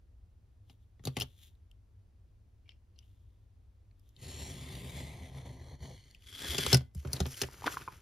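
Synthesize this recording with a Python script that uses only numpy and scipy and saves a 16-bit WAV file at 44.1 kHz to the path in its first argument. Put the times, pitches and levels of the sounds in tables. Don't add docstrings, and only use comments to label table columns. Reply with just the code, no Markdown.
import sys
import numpy as np
from scipy import signal
from scipy.fft import rfft, irfft, next_fast_len
from scipy.io import wavfile
from scipy.ndimage import map_coordinates

SR = 44100
rng = np.random.default_rng(int(sys.argv[2]) if len(sys.argv) > 2 else 0)


def bounce(signal):
    frames = np.transpose(np.atleast_2d(signal))
    limited = np.clip(frames, -1, 1)
    pcm = np.round(limited * 32767).astype(np.int16)
    wavfile.write(sys.argv[1], SR, pcm)


N = 353417

# (frequency [Hz], level [dB])
HUM_COLOUR = [(22, -10.5), (35, -6), (50, 1.5), (68, 1.5), (85, -1), (102, 2), (130, -18.5), (200, -21.5),
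              (320, -27), (600, -35), (1500, -44), (4000, -48.5), (10000, -53.5), (15800, -65)]
# (frequency [Hz], level under the common part [dB])
HUM_WIDTH = [(60, -17.5), (150, -14), (380, -5.5), (950, -1), (2380, -4), (5980, -7), (15000, -5)]
# (frequency [Hz], time to fall 60 dB [s])
ROOM_DECAY = [(150, 0.28), (2000, 0.17), (12000, 0.11)]
# (frequency [Hz], left over right [dB])
SHADING = [(200, 0), (400, -.5), (700, .8), (1500, 0), (3000, 3), (5000, 6), (7000, .5), (9000, 0)]
# (frequency [Hz], lag [radians])
LEFT_LAG = [(100, 0), (5400, 0), (8200, 3.1), (11500, 6.3), (14800, 9.4), (16500, 9.9)]
# (left over right [dB], near scatter [dB], share of the shading [ratio])
PLACES = [(0, -5, 1), (0.5, -7, 0.56), (0, -5.5, 0.75), (0, -5, 1.43), (0, -14.5, 0.67)]
SCATTER_WIDTH = 0.2
TOP_HZ = 15800

# (frequency [Hz], level [dB], time to fall 60 dB [s])
DESK_SWAY = [(71.7, -2.5, 0.29), (130.9, -0.5, 0.13), (192.8, -10.5, 0.11)]
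# (frequency [Hz], level [dB], time to fall 60 dB [s])
DESK_KNOCK = [(253, 6.5, 0.12), (378.7, 7.5, 0.079), (495, 0, 0.07), (577, -3.5, 0.094), (815, 1.5, 0.021),
              (1205, -4.5, 0.017), (1436, -1.5, 0.052)]
# (frequency [Hz], level [dB], time to fall 60 dB [s])
DESK_THUD = [(73.4, -7.5, 0.24), (131, 1.5, 0.17), (184, -10.5, 0.1)]
# (time [s], peak level [dB])
LEANS = [(6.485, -34.5), (6.664, -34), (6.961, -33), (7.064, -38), (7.428, -39)]
ROCKING_HZ, ROCKING_S = 73, 0.021
# (time of peak [s], level [dB], rise [s], fall [s])
SHUFFLES = [(6.445, -46, 0.04, 0.058), (6.54, -45.5, 0.032, 0.039), (7.1, -53.5, 0.067, .08),
            (7.15, -48, 0.07, 0.15)]
# (frequency [Hz], level [dB])
PALM_COLOUR = [(200, 5.5), (500, -4), (1000, -11), (2000, -13), (6000, -37)]

# (frequency [Hz], level [dB])
PAPER_COLOUR = [(300, 1.5), (900, -8), (1500, 0), (2500, 1), (4000, -1), (6500, 3.5), (9000, 1),
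                (12000, -1), (15800, -5.5)]
# (frequency [Hz], level [dB])
FLEX_COLOUR = [(300, 6), (700, -8.5), (1300, -1.5), (2200, -7), (2800, -8.5), (4500, -15), (12000, -24.5)]
# (frequency [Hz], level [dB], time to fall 60 dB [s])
SHEET_TONES = [(480, -9, .013), (820, -2, .012), (1040, 0, .018), (1450, -4, .012), (2150, -14, .009),
               (2480, -14, .009)]
# (time [s], peak level [dB], stiffness [pitch ratio], snap level [dB])
POPS = [(7.486, -42, 0.93, -49), (7.621, -39, 0.81, -42), (7.642, -28.5, 0.91, -34),
        (7.66, -47, 0.8, -21.5), (7.665, -38, 1.2, -16), (7.671, -23, 0.96, -20.5),
        (7.678, -18, 1.02, -24.5), (7.7703, -24, 1.02, -33), (7.8774, -29, 1.01, -55),
        (7.883, -31.5, 0.97, -55)]
# (time of peak [s], level [dB], rise [s], fall [s])
BRUSHES = [(6.97, -63, 0.023, 0.78), (7.16, -52, 0.1, 0.13), (7.32, -49, 0.12, 0.1),
           (7.41, -44, 0.16, 0.062), (7.718, -51.5, 0.023, 0.05), (7.744, -47.5, 0.043, 0.03),
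           (7.81, -70, 0.086, 0.3)]
# (time of peak [s], level [dB], rise [s], fall [s])
FLEXES = [(7.52, -60.5, 0.077, 0.26), (7.585, -63.5, 0.063, 0.08), (7.69, -52, 0.21, 0.067),
          (7.74, -55, 0.088, 0.068), (7.785, -56.5, 0.039, 0.11), (7.822, -56.5, 0.064, 0.038),
          (7.95, -63, 0.39, 0.18)]
# (time [s], peak level [dB], frequency [Hz])
CRACKLES = [(7.155, -43, 4270), (7.165, -36.5, 3900), (7.224, -45, 4000), (7.342, -41.5, 3050),
            (7.726, -39, 2880), (7.737, -42, 1480), (7.742, -36.5, 1300), (7.819, -42.5, 1440)]
CRACKLE_T60, CRACKLE_Q = 0.028, 8
FLUTTER_DB, FLUTTER_RATE = 1, 70
HOLD_DB = -1.5
SHEET_RUMBLE_DB = 1.5

# (frequency [Hz], level [dB])
SCRAPE_COLOUR = [(300, -1), (600, -16), (1000, -17), (1500, -10), (2200, -8), (2850, -8.5), (3300, -4),
                 (3850, -8), (5000, -9.5), (6000, -11.5), (7000, -9), (8500, -9.5), (12000, -13.5),
                 (15800, -19)]
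# (frequency [Hz], width [Hz], lift [dB])
RULER_PEAKS = [(1480, 170, 4), (2080, 200, 2.5), (3350, 210, 8), (4300, 200, 2), (5000, 200, 3),
               (5500, 150, 2)]
# (time of peak [s], level [dB], rise [s], fall [s])
CATCHES = [(6.278, -55.5, 0.028, .06), (6.445, -42.5, 0.066, .09), (6.538, -43.5, .02, .03),
           (6.638, -40.5, .03, 0.026)]
SLIDE_START_S, SLIDE_SPEEDUP_S, SLIDE_STOP_S = 6.157, 0.4, 6.73
BRAKE_S = 0.055
SCRAPE_DB, SCRAPE_POWER = -38.5, 1.93
JUDDER_DB, JUDDER_POWER = -43, 4

# (time [s], clack level [dB], thump level [dB], brightness [dB per octave])
LANDINGS = [(6.546, -33, -46, -10), (6.5822, -18, -34.5, -2.5), (6.587, -25.5, -32, -6.5),
            (6.6644, -17, -37, -5), (6.7232, -27.5, -45, -12.5), (6.7286, -9.5, -15, 0),
            (6.7445, -9.5, -19.5, 0), (6.7698, -25.5, -36, -0.5), (6.808, -48, -39, -6),
            (6.9486, -49.5, -36, 7.5), (7.0495, -51, -31, -12), (7.073, -42, -46, -4),
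            (7.1315, -23, -31.5, 4.5), (7.203, -22.5, -19.5, -2), (7.2565, -37.5, -40.5, -13),
            (7.264, -35.5, -34.5, 0), (7.4165, -16, -35, -4), (7.421, -23.5, -47, -4),
            (7.4338, -26, -38.5, -9.5)]
# (frequency [Hz], level [dB])
PLASTIC_COLOUR = [(1900, -10), (2600, -6.5), (3300, -5.5), (4200, -5.5), (5600, -3.5), (7000, -3.5),
                  (9000, -4), (12000, -9.5), (15800, -12.5)]
# (time [s], peak level [dB])
BODY_HITS = [(6.7295, -10.5), (6.7455, -23), (7.418, -33)]
# (frequency [Hz], level [dB], time to fall 60 dB [s])
BODY_TONES = [(1507, -11, .07), (3400, -3, 0.027), (4150, 0, 0.029), (4430, -4.5, 0.03), (5320, -1, 0.04),
              (5600, -5, .04), (6800, -7, .04)]
# (frequency [Hz], level [dB], time to fall 60 dB [s])
STEEL_TONES = [(2040, 0, 0.26)]
STEEL_S, STEEL_DB = 6.7454, -54
SCUFF_S = 0.014
DULL_KNOCK = 0.95

# (time [s], clack level [dB], thump level [dB], brightness [dB per octave], ring level [dB], ring pitch [ratio])
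CLATTER = [(0.698, -50, -62, -5.5, -61, 0.99), (0.9948, -69.5, -48, -0.5, -60.5, 0.64),
           (1.0386, -44, -50, -1, -56.5, 1.3), (1.053, -28, -34, 4, -31.5, 1.3),
           (1.072, -27, -27, 0, -33.5, 1.5), (1.168, -20.5, -33, -3, -30, 1.05),
           (1.1855, -33.5, -38, -1, -42.5, 1), (1.2, -25, -43.5, 5, -34, 0.87),
           (1.21, -26.5, -36.5, 1.5, -26, 0.96), (1.2193, -24, -36, 1, -24.5, 1.02),
           (1.2265, -30.5, -46.5, 0, -38, 1.1)]
# (frequency [Hz], level [dB])
HANDLE_COLOUR = [(1500, -23), (2300, -8), (3100, -3), (4200, -6.5), (5500, -9.5), (7000, -8.5),
                 (10000, -12.5), (13000, -15.5), (15800, -17.5)]
# (frequency [Hz], level [dB], time to fall 60 dB [s])
HANDLE_TONES = [(2950, 0, .02), (3540, -4, .015), (5350, -4, .017)]
# (frequency [Hz], level [dB])
RUBBED_COLOUR = [(2000, -4), (2600, -3.5), (3000, -1.5), (3800, -1.5), (4600, -11), (7000, -4.5),
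                 (11000, -7), (15800, -5.5)]
# (frequency [Hz], width [Hz], lift [dB])
RUBBED_PEAKS = [(3450, 380, 7)]
# (time of peak [s], level [dB], rise [s], fall [s])
GRIPS = [(.71, -69.5, 0.05, 0.054), (.83, -83, 0.09, 0.049), (1.09, -65, 0.067, 0.15),
         (1.23, -66, .07, 0.19), (1.39, -71, 0.16, 0.17), (1.435, -60, 0.087, 0.063),
         (1.475, -67, 0.06, 0.042), (3.03, -79.5, 0.091, 0.58), (4.08, -79.5, 0.15, 0.18)]
# (time [s], level [dB], pitch [ratio], brightness [dB per octave])
TICKS = [(1.552, -68, 1.25, 10), (1.714, -53.5, 1, 5), (2.692, -40.5, 0.98, -8), (2.7058, -62, 0.91, -4),
         (2.7185, -54, 0.88, -4), (2.9893, -41.5, 1.1, 0), (3.912, -64, 0.79, -12), (3.996, -63.5, 1.7, 14),
         (4.091, -54.5, 2.3, 4), (4.1646, -46, 1.38, 0), (6.111, -49.5, 1.55, 7.5), (6.148, -42, 0.93, 4),
         (6.2223, -51, 1.1, 4)]
# (frequency [Hz], level [dB], time to fall 60 dB [s])
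BLADE_TONES = [(2250, -15, 0.024), (2710, -6, 0.014), (3130, -5.5, 0.0094), (4450, -12, 0.0064),
               (5400, -9.5, 0.011)]
# (time of peak [s], level [dB], rise [s], fall [s])
SHIFTS = [(2.708, -67, 0.04, 0.046), (2.99, -79.5, 0.06, 0.08)]
# (time [s], peak level [dB], frequency [Hz])
SQUEAKS = [(2.658, -69, 2320), (2.677, -64, 2300), (2.959, -71, 4230), (3.025, -67, 2950)]
SQUEAK_T60, SQUEAK_Q = 0.057, 21

# (frequency [Hz], level [dB])
FIBRES_EARLY = [(300, 6), (600, -61), (1050, 0.5), (1500, -13.5), (2100, -13.5), (2650, -5.5), (3400, -7.5),
                (4300, -4), (5300, -16.5), (7000, -12.5), (9000, -5.5), (11500, -14), (13300, -18.5),
                (15800, -14)]
# (frequency [Hz], level [dB])
FIBRES_LATE = [(300, 1), (620, 3), (1000, -1), (1400, -18), (2050, -6.5), (2650, -17), (3250, -10.5),
               (3850, -13), (4400, -10), (5000, -15), (6000, -16), (8000, -17), (10500, -20), (13000, -22),
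               (15800, -28)]
# (frequency [Hz], width [Hz], lift [dB])
EARLY_RASP = [(6550, 630, 6.5)]
# (frequency [Hz], width [Hz], lift [dB])
KNIFE_PEAKS = [(2040, 270, 4.5), (3900, 120, 1)]
# (time [s], level [dB])
STROKE = [(4.19, -65), (4.23, -54.5), (4.298, -50.5), (4.498, -50.5), (4.562, -53), (5.0, -52),
          (5.318, -62.5), (5.378, -57), (5.442, -65), (5.458, -57.5), (5.55, -64.5), (5.746, -64.5),
          (5.784, -77), (5.83, -58.5), (6.13, -68.5)]
# (time [s], depth [0-1])
TIP_DEPTH = [(4.17, 0.29), (4.28, 0.44), (5.91, 1), (5.98, 0.18)]
# (time [s], share [0-1])
TRAVEL = [(4.5, 0.31), (4.85, 0.34), (5.25, 0.48)]
# (time [s], delay [s])
REFLECTION = [(4.4, .00082), (4.9, .00072), (5.8, .00079)]
# (time when strongest [s], lasts either side [s], frequency then [Hz], drift [Hz per s], width [Hz], lift [dB])
SWEEPS = [(4.373, 0.2, 7320, 398, 300, 15.5), (4.45, 0.51, 4640, -300, 110, -7),
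          (4.423, 0.14, 5530, 3, 300, 12), (4.79, 0.19, 6130, 204, 172, -24),
          (4.956, 0.28, 2200, -300, 200, 5), (5.0, 0.17, 7550, -200, 220, 10),
          (5.348, 0.42, 4660, 500, 173, -15), (5.35, 0.34, 7420, 459, 150, -6),
          (5.4, 0.32, 3900, 0, 110, -1), (5.757, 0.32, 4220, 257, 160, 7), (5.8, 0.25, 6200, 307, 402, 10),
          (5.809, 0.33, 2680, -200, 170, -17), (5.8, 0.32, 1540, -150, 200, 0),
          (4.4, 0.29, 2150, -400, 111, -6), (4.9, 0.19, 13700, 0, 500, 12),
          (5.598, 0.29, 940, -150, 220, 4)]
RASP_DB = -7
TEAR_DB, TEAR_GROWS_DB = 1, 2.5
FIZZ_DB, FIZZ_FADES_DB = 5, 20
PULL_DB, PULL_FOLLOWS = -46.5, 0.77
ENTRY_DB_PER_S = 402
LIFT_OFF_DB_PER_S = 126.5

SWELL_DB = 20
PATCH_HZ, PATCH_S = 260, 0.07


def amp(db):
    return 10 ** (np.asarray(db) / 20)


def unit(x):
    return x / np.sqrt(np.mean(x ** 2) + 1e-20)


def along(points, hz):
    f, v = np.transpose(points)
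    return np.interp(np.log(hz + 1), np.log(f + 1), v)


def curve(rows):
    return np.interp(np.arange(N) / SR, *np.transpose(rows))


def wobble(rate):
    points = rng.standard_normal(int(N * rate / SR) + 4)
    return map_coordinates(points, [np.arange(N) * rate / SR])


def filtered(x, response):
    m = next_fast_len(N + SR // 2)
    spectrum = rfft(x, m) * response(np.fft.rfftfreq(m, 1 / SR))
    return irfft(spectrum, m)[..., :N]


def coloured(x, spectrum, low_hz):
    return filtered(x, lambda hz: amp(along(spectrum, hz)) * hz ** 3 / (hz ** 3 + low_hz ** 3))


def resonant(x, peaks):
    def response(hz):
        return amp(sum(db / (1 + ((hz - centre) / width) ** 2) for centre, width, db in peaks))
    return filtered(x, response)


def swept(x, sweeps):
    hz, t, z = signal.stft(x, SR, nperseg=1024)
    lift_db = 0
    for s, lasts, centre, drift, width, db in sweeps:
        in_time = ((t - s) / lasts) ** 2
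        in_pitch = ((hz[:, None] - centre - drift * (t - s)) / width) ** 2
        lift_db = lift_db + db * np.exp(-in_time - in_pitch)
    return signal.istft(z * amp(lift_db), SR, nperseg=1024)[1][:N]


def shifting(x, patchy_db):
    hz, t, z = signal.stft(x, SR, nperseg=256)
    field = rng.standard_normal((int(hz[-1] / PATCH_HZ) + 2, int(t[-1] / PATCH_S) + 2))
    patches = map_coordinates(field, np.meshgrid(hz / PATCH_HZ, t / PATCH_S, indexing="ij"))
    return unit(signal.istft(z * amp(patchy_db * patches), SR, nperseg=256)[1][:N])


def swells(rubs):
    t = np.arange(N) / SR
    each = []
    for s, db, rise, fall in rubs:
        away = np.maximum((s - t) / rise, (t - s) / fall)
        each.append(amp(db - SWELL_DB * away))
    return np.linalg.norm(each, axis=0)


def add(track, s, sound):
    part = track[round(s * SR):][:len(sound)]
    part += sound[:len(part)]


def ring(modes, scatter_db, pitch=1):
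    t = np.arange(SR // 3) / SR
    y = np.zeros(len(t))
    for k, (hz, db, t60) in enumerate(modes):
        fade = amp(db + scatter_db * rng.normal() - 60 * t / t60)
        y += (-1) ** k * fade * np.sin(2 * np.pi * pitch * hz * t)
    return y / np.abs(y).max()


def burst(t60):
    t = np.arange(SR // 4) / SR
    return rng.standard_normal(len(t)) * np.exp(-np.log(1000) * t / t60)


def contact(t60, tint_db, bright=0):
    lead = np.arange(-round(SCUFF_S * SR), 0) / SR
    scuff = amp(-22 + 1000 * lead) * rng.standard_normal(len(lead))
    y = np.r_[scuff, burst(t60)]
    z = rfft(y)
    tint = map_coordinates(rng.standard_normal(26), [np.linspace(0, 25, len(z))])
    octaves = np.log2(np.fft.rfftfreq(len(y), 1 / SR).clip(1500, 12000) / 4500)
    return irfft(z * amp(tint_db * tint + bright * octaves), len(y))


def crackles(rows, t60, q):
    out = np.zeros(N)
    for s, db, hz in rows:
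        y = signal.lfilter(*signal.iirpeak(hz, q, fs=SR), burst(t60))
        add(out, s, amp(db) * y / np.abs(y).max())
    return out


def friction(rate, spread_db, catch_db):
    happens = rng.random(N) < rate / SR
    slips = happens * rng.standard_normal(N) * amp(spread_db * rng.standard_normal(N))
    catching = wobble(220) + 0.31 * wobble(30)
    return unit(slips * amp(catch_db * catching))


def trimmed(x):
    return signal.sosfilt(signal.butter(2, 55, "high", fs=SR, output="sos"), x)


def drag(force, knock_db):
    body = ring(DESK_SWAY, 0) + amp(knock_db) * ring(DESK_KNOCK, 0)
    softened = signal.sosfilt(signal.butter(4, 750, fs=SR, output="sos"), force)
    return unit(trimmed(signal.fftconvolve(softened, body)[:N]))


def panned(x, left_db):
    return x * amp([[left_db / 2], [-left_db / 2]])


def hum():
    common, apart = coloured(rng.standard_normal((2, N)), HUM_COLOUR, low_hz=5.9)
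    apart = filtered(apart, lambda hz: amp(along(HUM_WIDTH, hz))) * np.array([[1], [-1]])
    rumble = unit(panned(common, left_db=0.8) + apart)
    return amp(-59) * rumble + amp(-92.5) * rng.standard_normal((2, N))


def room(x):
    hz, t, z = signal.stft(rng.standard_normal((2, SR // 2)), SR, nperseg=256)
    fade = amp(-60 * t / along(ROOM_DECAY, hz)[:, None])
    tail = signal.istft(z * fade, SR, nperseg=256)[1]
    wash = signal.fftconvolve(x[None], tail / np.linalg.norm(tail[0]), axes=1)[:, :N]
    return coloured(wash, [(500, 2.5), (4000, 2.5), (12000, -10.5)], low_hz=203.2)


def placed(x, left_db, scatter_db, shading):
    paths = np.array([burst(t60=0.03), burst(t60=0.03)])[:, :SR // 30]
    echo = signal.oaconvolve(x[None], paths / np.linalg.norm(paths[0]), axes=1)[:, :N]
    echo = echo - SCATTER_WIDTH * echo[::-1]
    colour = [(120, -8), (250, 0), (500, 1), (1000, -3), (2200, -2), (4000, -5), (9000, -7)]
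    echo = coloured(echo, colour, low_hz=230)
    side = np.array([[0.5], [-0.5]])
    both = panned(x, left_db) + amp(scatter_db) * echo
    return filtered(both, lambda hz: amp(side * shading * along(SHADING, hz)))


def hands():
    rocking, t = np.zeros(N), np.arange(SR // 3) / SR
    swell = (t / ROCKING_S) ** 2 * np.exp(2 - 2 * t / ROCKING_S)
    for s, db in LEANS:
        add(rocking, s, amp(db) * swell * np.sin(2 * np.pi * ROCKING_HZ * t))
    skin = friction(rate=1400, spread_db=2, catch_db=1)
    return rocking + swells(SHUFFLES) * unit(coloured(skin, PALM_COLOUR, low_hz=170))


def paper():
    pops, snap = np.zeros((2, N))
    for s, db, stiffness, snap_db in POPS:
        add(pops, s, amp(db) * ring(SHEET_TONES, scatter_db=5, pitch=stiffness))
        add(snap, s, amp(snap_db) * burst(t60=0.041))
    flex = swells(FLEXES)
    skin = shifting(friction(rate=5000, spread_db=2, catch_db=1), patchy_db=2)
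    rustle = unit(coloured(skin, PAPER_COLOUR, low_hz=220))
    creases = friction(rate=2000, spread_db=3, catch_db=2)
    crinkle = unit(coloured(creases, FLEX_COLOUR, low_hz=284))
    rubbing = (swells(BRUSHES) + amp(HOLD_DB) * flex) * rustle + flex * crinkle
    flutter = amp(FLUTTER_DB * wobble(FLUTTER_RATE))
    rumble = amp(SHEET_RUMBLE_DB) * flex * drag(creases, knock_db=-17.5)
    snaps = coloured(snap, FLEX_COLOUR, low_hz=228)
    return pops + rumble + snaps + flutter * rubbing + crackles(CRACKLES, CRACKLE_T60, CRACKLE_Q)


def ruler():
    t = np.arange(N) / SR
    speeding_up = np.clip((t - SLIDE_START_S) / SLIDE_SPEEDUP_S, 0, 1)
    braking = np.exp(-np.maximum(t - SLIDE_STOP_S, 0) / BRAKE_S)
    speed = speeding_up * braking
    grit = shifting(friction(rate=4500, spread_db=2.3, catch_db=1), patchy_db=2)
    hiss = unit(resonant(coloured(grit, SCRAPE_COLOUR, low_hz=267), RULER_PEAKS))
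    rubs = amp(1.1 * wobble(40))
    scrape = np.hypot(amp(SCRAPE_DB) * speed ** SCRAPE_POWER, swells(CATCHES))
    judder = drag(friction(rate=580, spread_db=5, catch_db=1.5), knock_db=2.5)
    return scrape * rubs * hiss + amp(JUDDER_DB) * speed ** JUDDER_POWER * judder


def knocks(blows, colour, t60, knock_loss_db, clack_share, tint_db):
    clack, desk, dull = np.zeros((3, N))
    for s, clack_db, thump_db, bright, *_ in blows:
        between_db = clack_share * clack_db + (1 - clack_share) * thump_db
        knock_db = between_db - knock_loss_db - DULL_KNOCK * bright
        add(clack, s - SCUFF_S, amp(clack_db) * contact(t60, tint_db, bright))
        add(desk, s, amp(knock_db - 1) * ring(DESK_KNOCK, scatter_db=4))
        add(dull, s, amp(knock_db + 3) * burst(t60=0.072))
        add(desk, s + 0.0049, amp(thump_db) * ring(DESK_THUD, scatter_db=5))
    slap_colour = [(400, 4.5), (1200, -4.5), (4000, -20), (12000, -35.5)]
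    slap = coloured(dull, slap_colour, low_hz=219.3)
    return coloured(clack, colour, low_hz=1110) + trimmed(desk) + slap


def knife_ring():
    out = np.zeros(N)
    for s, db in BODY_HITS:
        add(out, s, amp(db) * ring(BODY_TONES, scatter_db=2))
    add(out, STEEL_S, amp(STEEL_DB) * ring(STEEL_TONES, 0))
    return out


def handle():
    out = np.zeros(N)
    for s, _, _, _, ring_db, pitch in CLATTER:
        add(out, s, amp(ring_db) * ring(HANDLE_TONES, scatter_db=0.5, pitch=pitch))
    return out


def fingers():
    skin = friction(rate=3900, spread_db=0.5, catch_db=0)
    rub = resonant(coloured(skin, RUBBED_COLOUR, low_hz=1883), RUBBED_PEAKS)
    return swells(GRIPS) * unit(rub)


def blade():
    steel, crack = np.zeros((2, N))
    for s, db, pitch, bright in TICKS:
        add(steel, s, amp(db - 3) * ring(BLADE_TONES, scatter_db=5.5, pitch=pitch))
        add(crack, s - SCUFF_S, amp(db - 0.5) * contact(t60=0.0078, tint_db=1, bright=bright))
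    slips = friction(rate=1700, spread_db=2.5, catch_db=3)
    scrape = unit(signal.fftconvolve(slips, ring(BLADE_TONES, 0))[:N])
    taps = steel + coloured(crack, HANDLE_COLOUR, low_hz=2107)
    return taps + swells(SHIFTS) * scrape + crackles(SQUEAKS, SQUEAK_T60, SQUEAK_Q)


def cut():
    n = np.arange(N)
    s, db = np.transpose(STROKE)
    entry_db = ENTRY_DB_PER_S * np.maximum(s[0] - n / SR, 0)
    lift_off_db = LIFT_OFF_DB_PER_S * np.maximum(n / SR - s[-1], 0)
    bite_db = curve(STROKE) - entry_db - lift_off_db
    travel, depth = curve(TRAVEL).clip(0, 1), curve(TIP_DEPTH).clip(0, 1)

    fine = friction(rate=12000, spread_db=1.7, catch_db=1.3)
    coarse = friction(rate=600, spread_db=1.5, catch_db=1.3)
    snaps = fine + amp(RASP_DB) * coarse
    early = unit(resonant(coloured(snaps, FIBRES_EARLY, low_hz=270), EARLY_RASP))
    slips = friction(rate=4500, spread_db=3, catch_db=2)
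    late = unit(coloured(slips, FIBRES_LATE, low_hz=290))
    fibres = shifting(np.sqrt(1 - travel) * early + np.sqrt(travel) * late, patchy_db=2.2)
    direct = unit(resonant(fibres, KNIFE_PEAKS))

    reflected = map_coordinates(direct, [n - curve(REFLECTION) * SR])
    hiss = swept(direct - (0.041 + 0.53 * travel) * reflected, SWEEPS)
    treble = filtered(hiss, lambda hz: hz ** 6 / (hz ** 6 + 7000.0 ** 6))
    body = filtered(hiss, lambda hz: 1 / (1 + (hz / 1500) ** 6))
    fizz = amp(FIZZ_DB - FIZZ_FADES_DB * travel) * treble
    tearing = hiss - treble - 1.04 * (1 - depth) * body + fizz
    rumble = drag(friction(rate=900, spread_db=1, catch_db=0), knock_db=-6.5)

    snags_db = (0.6 + travel) * wobble(22)
    tear_gain = amp(bite_db + snags_db + TEAR_DB + TEAR_GROWS_DB * travel)
    pull_gain = depth * amp(PULL_DB + PULL_FOLLOWS * (bite_db - db.mean()))
    return tear_gain * tearing + pull_gain * rumble


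def scene():
    pickup = knocks(CLATTER, HANDLE_COLOUR, t60=0.04, knock_loss_db=4, clack_share=0.35, tint_db=2.5)
    landings = knocks(LANDINGS, PLASTIC_COLOUR, t60=0.032, knock_loss_db=8, clack_share=0.43, tint_db=3)
    in_hand = pickup + handle() + blade() + fingers()
    sources = [in_hand, cut(), ruler() + hands(), landings + knife_ring(), paper()]
    close = sum(placed(x, *place) for x, place in zip(sources, PLACES))
    return close + amp(-17) * room(sum(sources)) + hum()


def record(dry):
    side = np.array([[0.5], [-0.5]])

    def response(hz):
        lag = np.exp(-1j * side * np.interp(hz, *np.transpose(LEFT_LAG)))
        return lag / (1 + (hz / TOP_HZ) ** 120)
    return filtered(dry, response)


dry = scene()
out = record(dry)
bounce(out)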